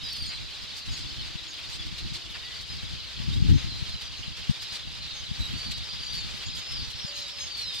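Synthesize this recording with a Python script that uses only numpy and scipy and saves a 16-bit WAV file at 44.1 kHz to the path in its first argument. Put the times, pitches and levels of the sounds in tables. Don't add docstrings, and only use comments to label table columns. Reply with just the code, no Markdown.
import sys
import numpy as np
from scipy import signal
from scipy.fft import rfft, irfft, next_fast_len
from scipy.io import wavfile
from scipy.ndimage import map_coordinates

SR = 44100
rng = np.random.default_rng(int(sys.argv[2]) if len(sys.argv) > 2 else 0)


def master_out(mix):
    frames = np.transpose(np.atleast_2d(mix))
    ceiling = np.clip(frames, -1, 1)
    pcm = np.round(ceiling * 32767).astype(np.int16)
    wavfile.write(sys.argv[1], SR, pcm)


N = 343977


def from_db(db):
    return 10 ** (np.asarray(db) / 20)


def rms_one(x):
    return x / np.sqrt(np.mean(x ** 2) + 1e-20)


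def in_time(rows):
    s, *columns = np.transpose(rows)
    return [np.interp(np.arange(N) / SR, s, c) for c in columns]


def at_hz(points, hz):
    points = np.array(points)
    return np.interp(np.log(hz), np.log(points[:, 0]), points[:, 1])


def sides(pan_db):
    return from_db(np.array([pan_db / 2, -pan_db / 2]))


def drift(rate_hz):
    step = 40
    pole = np.exp(-2 * np.pi * rate_hz * step / SR)
    white = rng.standard_normal(N // step + 2002)
    slow = signal.lfilter([1], [1, -2 * pole, pole * pole], white)[2000:]
    return np.interp(np.arange(N) / step, np.arange(len(slow)), rms_one(slow))


def shaped(spectrum):
    size = next_fast_len(N)
    hz = np.maximum(np.arange(size // 2 + 1) * SR / size, 1)
    return rfft(rng.standard_normal((2, size))) * from_db(at_hz(spectrum, hz)), hz


# f/Hz, likeness (1 the same, 0 unrelated, -1 opposed)
PORT_LIKENESS = [(300, -0.47), (950, 0.087), (2000, 0.64), (6000, 0.16), (15000, 0.066)]


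def coloured(spectrum):
    (mid, side), hz = shaped(spectrum)
    alike = np.clip(at_hz(PORT_LIKENESS, hz), -1, 1)
    pair = np.sqrt(1 + alike) * mid + np.sqrt(1 - alike) * side * [[1], [-1]]
    return rms_one(irfft(pair, next_fast_len(N))[:, :N])


def add(out, s, sound):
    at = max(round(s * SR), 0)
    out[..., at:at + sound.shape[-1]] += sound[..., :max(N - at, 0)]


def notes(rows, edge_s):
    t = np.arange(N) / SR
    gain = np.zeros(N)
    for s, length, db in rows:
        ramp = np.clip(np.minimum(t - s, s + length - t) / edge_s, 0, 1)
        gain += from_db(db) * np.sin(np.pi / 2 * ramp) ** 2
    return gain


# f/Hz, relative level/dB per Hz
WASH_SPECTRUM = [(180, -37), (300, -6.5), (621, -9), (1760, -7), (2990, -2), (3890, -3), (4910, -7.5),
                 (5880, -9), (7920, -17), (9660, -25), (12000, -27), (15600, -37)]


def wash(flock_db):
    return from_db(flock_db - 4.5 + 1.13 * drift(10.3)) * coloured(WASH_SPECTRUM)


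OVERTONE_LEVELS = [-25, -29]
HOOK_RANGE = [4500, 5500]
GLIDE_SETTLES, HOOK_SETTLES = 1.106, 4.2
CHIP_HZ = 6600
FLICK_HZ, FLICK_S = 496, 0.00785


def whistle(length, start_hz, end_hz, wobble, flutter_db, soft, overtones_db):
    u = np.linspace(0, 1, round(length * SR))
    knots = np.linspace(0, 1, 3 + int(length * 170))
    waver, flutter, strain = [np.interp(u, knots, v) for v in rng.standard_normal((3, len(knots)))]
    settles = HOOK_SETTLES if HOOK_RANGE[0] < end_hz < HOOK_RANGE[1] else GLIDE_SETTLES
    done = np.expm1(-settles * u) / np.expm1(-settles)
    flick = FLICK_HZ * np.exp(-u * length / FLICK_S) * (start_hz > CHIP_HZ)
    hz = (start_hz + (end_hz - start_hz) * done - flick) * (1 + wobble * waver)
    phase = 2 * np.pi * (np.cumsum(hz) / SR + rng.random())
    tone = np.sin(phase)
    for partial, db in enumerate(overtones_db, start=2):
        purity_db = 60 * np.log10(min(4200 / hz.mean(), 1))
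        beak_db = purity_db + 3 * rng.standard_normal()
        tone = tone + from_db(db + beak_db + 5 * strain) * np.sin(partial * phase)
    swell = np.abs(np.sin(np.pi * u)) ** soft
    return np.sqrt(2) * tone * from_db(flutter_db * flutter) * swell


def outdoors(x, scatter_db, t60):
    t = np.arange(round(t60 * SR)) / SR
    sparse = rng.standard_normal((2, len(t))) * (rng.random((2, len(t))) < .01)
    echoes = sparse * from_db(-60 * t / t60) * (t > .004)
    echoes = echoes / np.sqrt(np.sum(echoes ** 2, axis=1, keepdims=True))
    return x + from_db(scatter_db) * signal.fftconvolve(x, echoes, axes=1)[:, :N]


FAR_WHISTLES = 6000
# t/s, length/s, start f/Hz, end f/Hz, level/dB, left-right/dB
NEAR_WHISTLES = [(0.0, 0.1, 3730, 3930, -44.5, -2), (0.034, 0.045, 5080, 4880, -38, 0),
                 (0.077, 0.062, 4830, 5660, -44.5, 3), (0.072, 0.12, 4910, 4250, -41, 1),
                 (0.137, 0.12, 5330, 4690, -40.5, -1), (0.22, 0.15, 4460, 4060, -41, 3),
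                 (0.244, 0.12, 5240, 4670, -42, -1), (0.262, 0.048, 6750, 7000, -54, 2),
                 (0.29, 0.052, 2200, 2160, -51, 2), (0.9, 0.098, 5200, 4000, -44.5, 3),
                 (0.907, 0.058, 6970, 6640, -51, 3), (0.885, 0.13, 5290, 5000, -54, 2),
                 (1.066, 0.11, 4600, 4180, -48.5, 6), (1.186, 0.059, 4350, 4040, -47, 5),
                 (1.479, 0.045, 7100, 6430, -50.5, -2), (1.795, 0.02, 3470, 3360, -39.5, 1),
                 (2.435, 0.053, 4690, 4420, -46.5, 2), (2.403, 0.14, 1900, 1995, -55.5, 8),
                 (2.527, 0.093, 4720, 4460, -46, 3), (2.682, 0.058, 4970, 5030, -44, 2),
                 (2.92, 0.045, 4450, 4440, -53, 10), (3.319, 0.042, 3600, 3860, -42.5, 0),
                 (3.534, 0.083, 6620, 6330, -52, -1), (3.687, 0.13, 4230, 4040, -45, 3),
                 (3.903, 0.1, 4250, 3910, -45, -4), (4.026, 0.059, 6100, 5930, -52.5, 4),
                 (4.16, 0.057, 6300, 6430, -55, 0), (4.596, 0.031, 3380, 5000, -42, 0),
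                 (4.697, 0.03, 3830, 5020, -41, 0), (4.984, 0.23, 4380, 3490, -47.5, -3),
                 (5.135, 0.083, 6640, 6230, -49, -3), (5.394, 0.084, 3960, 3840, -41, -7),
                 (5.54, 0.24, 4600, 4570, -42.5, -1), (5.726, 0.12, 4090, 3570, -44, -1),
                 (5.869, 0.093, 4920, 4770, -41, -4), (5.989, 0.21, 4630, 4700, -41, 2),
                 (6.038, 0.046, 6950, 6850, -52, 0), (6.078, 0.036, 5600, 6100, -47, -1),
                 (6.165, 0.055, 7050, 7100, -51, 0), (6.118, 0.13, 4600, 4440, -38.5, 2),
                 (6.467, 0.12, 4240, 3780, -47, -1), (6.458, 0.039, 7250, 6700, -50, 1),
                 (6.492, 0.073, 5300, 4880, -44, 0), (6.57, 0.041, 7400, 6300, -48, -3),
                 (6.614, 0.15, 4670, 5310, -42.5, 0), (6.739, 0.083, 5240, 4360, -40.5, 3),
                 (6.798, 0.066, 4780, 4940, -44, 0), (6.828, 0.041, 5950, 5800, -50, 0),
                 (6.855, 0.055, 4700, 4180, -51, 0), (6.918, 0.05, 5250, 5460, -51, 2),
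                 (6.958, 0.047, 5440, 5340, -46, 2), (6.993, 0.046, 5330, 4950, -47, 2),
                 (7.002, 0.13, 5840, 4495, -40, -2), (7.066, 0.027, 7200, 7250, -50, 4),
                 (7.13, 0.073, 6900, 6260, -48, 0), (7.184, 0.02, 4600, 5080, -43, 0),
                 (7.185, 0.063, 5470, 5400, -48, 0), (7.206, 0.04, 7050, 6900, -51, 0),
                 (7.205, 0.083, 4210, 3780, -39.5, -2), (7.279, 0.045, 4850, 5400, -46, -6),
                 (7.32, 0.16, 5370, 5110, -44.5, -4), (7.395, 0.059, 6780, 6340, -41, -2),
                 (7.486, 0.11, 4650, 4500, -43, 6), (7.575, 0.135, 4570, 3800, -38, -3),
                 (7.62, 0.12, 5880, 4980, -42.5, -2), (7.691, 0.125, 3770, 3540, -39, -4),
                 (7.74, 0.062, 5400, 4760, -39.5, 1)]


def whistles(flock_db):
    near, far = np.zeros((2, N)), np.zeros((2, N))
    for s, length, start_hz, end_hz, db, pan_db in NEAR_WHISTLES:
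        top_db = np.add(OVERTONE_LEVELS, min(db + 40, 0))
        call = whistle(length, start_hz, end_hz, wobble=.007, flutter_db=3.6, soft=.25, overtones_db=top_db)
        add(near, s, from_db(db) * sides(pan_db)[:, None] * call)

    when = rng.random(FAR_WHISTLES) * N / SR
    traits = rng.standard_normal((FAR_WHISTLES, 5))
    for s, (long, pitch, fall, loud, pan) in zip(when, traits):
        hz = 5300 * np.exp(-.27 * abs(pitch + 1.0))
        glide = hz * (0.025 + 0.04 * fall)
        length = .019 * np.exp(.5 * long) * (hz / 4200) ** 2
        call = whistle(length, hz + glide, hz - glide, wobble=.012, flutter_db=3, soft=.6, overtones_db=[])
        low_db = 3.8 * min(np.log2(hz / 3000), 0)
        db = at_hz(WASH_SPECTRUM, hz) + low_db + 2.3 * min(loud, 1.3)
        add(far, s, from_db(db) * sides(8.1 * pan)[:, None] * call)
    return outdoors(near + from_db(flock_db - 2.4) * rms_one(far), scatter_db=-8.0, t60=.3)


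OPPOSED_DB = 9.5
WIND_LEAN_DB, WIND_LEAN_FOLLOWS = -0.1, 0.33
BUFFET_LEAN_DB, BUFFET_CYCLES = 5.5, 0.47
# t/s, level/dB
WIND_STRENGTH = [(0, -54), (.4, -50.5), (.75, -53.5), (1.28, -48.5), (1.5, -58), (2.05, -45), (2.4, -55.5),
                 (2.95, -46.5), (3.14, -51.5), (3.25, -38.5), (3.5, -36), (3.72, -45), (4.05, -53),
                 (4.3, -53.5), (4.55, -56.5), (5.05, -53), (5.5, -44.5), (5.75, -53.5), (6.7, -50.5),
                 (7.2, -61.5), (7.45, -52.5), (7.8, -58)]
# f/Hz, relative level/dB per Hz
GUST_SPECTRUM = [(20, -9.5), (55, 3), (118, -1.5), (200, -10), (310, -15.5), (450, -34), (800, -61)]
# t/s, level/dB, f/Hz
HARD_BUFFETS = [(1.339, -25.5, 117), (1.91, -27, 125), (2.104, -24.5, 125), (2.921, -26, 119),
                (3.185, -21.5, 133), (3.269, -15.5, 148), (3.408, -8, 122), (3.543, -14.5, 123),
                (3.629, -20, 110), (3.809, -19.5, 105), (4.264, -26, 125), (4.48, -9, 140),
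                (4.494, -17, 125), (5.299, -20, 128), (7.032, -24.5, 137)]


def wind():
    level_db, = in_time(WIND_STRENGTH)
    pan_db = WIND_LEAN_DB + WIND_LEAN_FOLLOWS * (level_db - level_db.mean())
    both, opposed = rms_one(irfft(shaped(GUST_SPECTRUM)[0], next_fast_len(N))[:, :N])
    lumps = from_db(level_db + 4.6 * drift(11.6))
    out = lumps * sides(pan_db) * (both + from_db(OPPOSED_DB) * opposed * [[1], [-1]])
    t = np.arange(round(.06 * SR)) / SR
    for s, db, hz in HARD_BUFFETS:
        swell = np.exp(-((t - .018) * hz / BUFFET_CYCLES) ** 2)
        push = np.sin(2 * np.pi * (hz * t + rng.random())) * swell
        add(out, s, from_db(db) * sides(BUFFET_LEAN_DB)[:, None] * push * [[1], [-1]])
    return out


def chack_shape(length):
    t = np.arange(round((length + .06) * SR)) / SR
    swell = np.sin(np.pi / 2 * np.minimum(t / .018, 1)) ** 2
    return swell * np.exp(-np.maximum(t - length, 0) / .011)


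FAR_CHACKS = 420
# t/s, length/s up to the fade, level/dB before the throat's colour
NEAR_CHACKS = [(0.153, 0.015, -38.5), (0.754, 0.041, -40), (0.848, 0.016, -39), (0.906, 0.03, -46),
               (0.956, 0.039, -43), (1.425, 0.018, -44), (1.681, 0.04, -42), (1.719, 0.043, -41.5),
               (1.855, 0.014, -42), (1.971, 0.017, -40.5), (2.127, 0.039, -38.5), (2.437, 0.026, -47),
               (2.598, 0.027, -43), (2.881, 0.013, -43), (3.321, 0.029, -42), (3.766, 0.037, -47),
               (3.879, 0.016, -42), (3.999, 0.026, -40), (4.359, 0.012, -38), (4.487, 0.028, -42),
               (4.605, 0.029, -37.5), (4.711, 0.055, -38.5), (5.568, 0.037, -44), (5.701, 0.019, -34),
               (5.765, 0.016, -39), (6.12, 0.046, -40), (6.355, 0.022, -40), (6.54, 0.057, -40.5),
               (6.707, 0.019, -37.5), (6.891, 0.025, -41.5), (7.146, 0.052, -40), (7.19, 0.018, -40),
               (7.267, 0.027, -42.5), (7.369, 0.065, -43.5), (7.557, 0.064, -40), (7.725, 0.045, -38.5),
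               (7.775, 0.016, -36)]
# f/Hz, relative level/dB per Hz
CHACK_SPECTRUM = [(700, -14.5), (1500, -10.5), (3000, 0), (4500, 5), (6000, -6), (8500, -10), (10000, -18),
                  (12000, -16), (15500, -38)]
THROAT_SPLITS = [2600, 3600, 4800, 6500, 9500]


def chacks():
    when, long, loud = rng.random((FAR_CHACKS, 3)).T
    far = np.transpose([when * N / SR, 0.0043 + 0.036 * long, -54 + 9.95 * loud])
    power = np.zeros((len(THROAT_SPLITS) + 1, N))
    air_db = np.log2(np.array([*THROAT_SPLITS, 12000])[:, None] / 4000) * -4.5
    for calls, throat_db, dull_db in (NEAR_CHACKS, 2.2, 0), (far, 4.2, air_db):
        for s, length, db in calls:
            band_db = db + dull_db + throat_db * rng.standard_normal((len(power), 1))
            add(power, s, (from_db(band_db) * chack_shape(length)) ** 2)

    noise = coloured(CHACK_SPECTRUM)
    below = [0]
    for hz in THROAT_SPLITS:
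        low_pass = signal.butter(4, hz, fs=SR, output="sos")
        below.append(signal.sosfiltfilt(low_pass, noise))
    below.append(noise)
    return sum(np.sqrt(p) * (high - low) for p, low, high in zip(power, below, below[1:]))


# t/s, length/s, level/dB
DRONE_NOTES = [(.8, 1.7, -63)]


def drone():
    band = signal.butter(2, [290, 350], "band", fs=SR, output="sos")
    hum = rms_one(signal.sosfilt(band, rng.standard_normal(N)))
    return notes(DRONE_NOTES, edge_s=0.32) * hum


# t/s, length/s, level/dB
HOOT_NOTES = [(7.05, 0.233, -57), (7.3, .17, -62.5)]
HOOT_HZ = 575


def hoot():
    tone = np.sin(2 * np.pi * HOOT_HZ * np.arange(N) / SR)
    return np.sqrt(2) * notes(HOOT_NOTES, edge_s=0.025) * tone


# t/s, delay of the left port/s
MICROPHONE_TURN = [(0, 0), (4, 3e-5), (7.8, 4e-5)]


def turned(x):
    delay, = in_time(MICROPHONE_TURN)
    late = map_coordinates(x[0], [np.arange(N) - SR * delay], order=5, mode="nearest")
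    return np.array([late, x[1]])


# t/s, level/dB
FLOCK_STRENGTH = [(0, -40), (.9, -39.5), (1.26, -40), (2.3, -40.5), (3.3, -39.5), (3.93, -39),
                  (4.32, -40.5), (4.65, -38.5), (4.95, -40), (5.56, -38.5), (7.8, -39.5)]


def scene():
    flock_db, = in_time(FLOCK_STRENGTH)
    birds = wash(flock_db) + whistles(flock_db) + chacks()
    return turned(birds) + wind() + drone() + hoot()


def record(dry):
    low_pass = signal.ellip(16, .3, 70, 15830, fs=SR, output="sos")
    return signal.sosfilt(low_pass, dry)


dry = scene()
out = record(dry)
master_out(out)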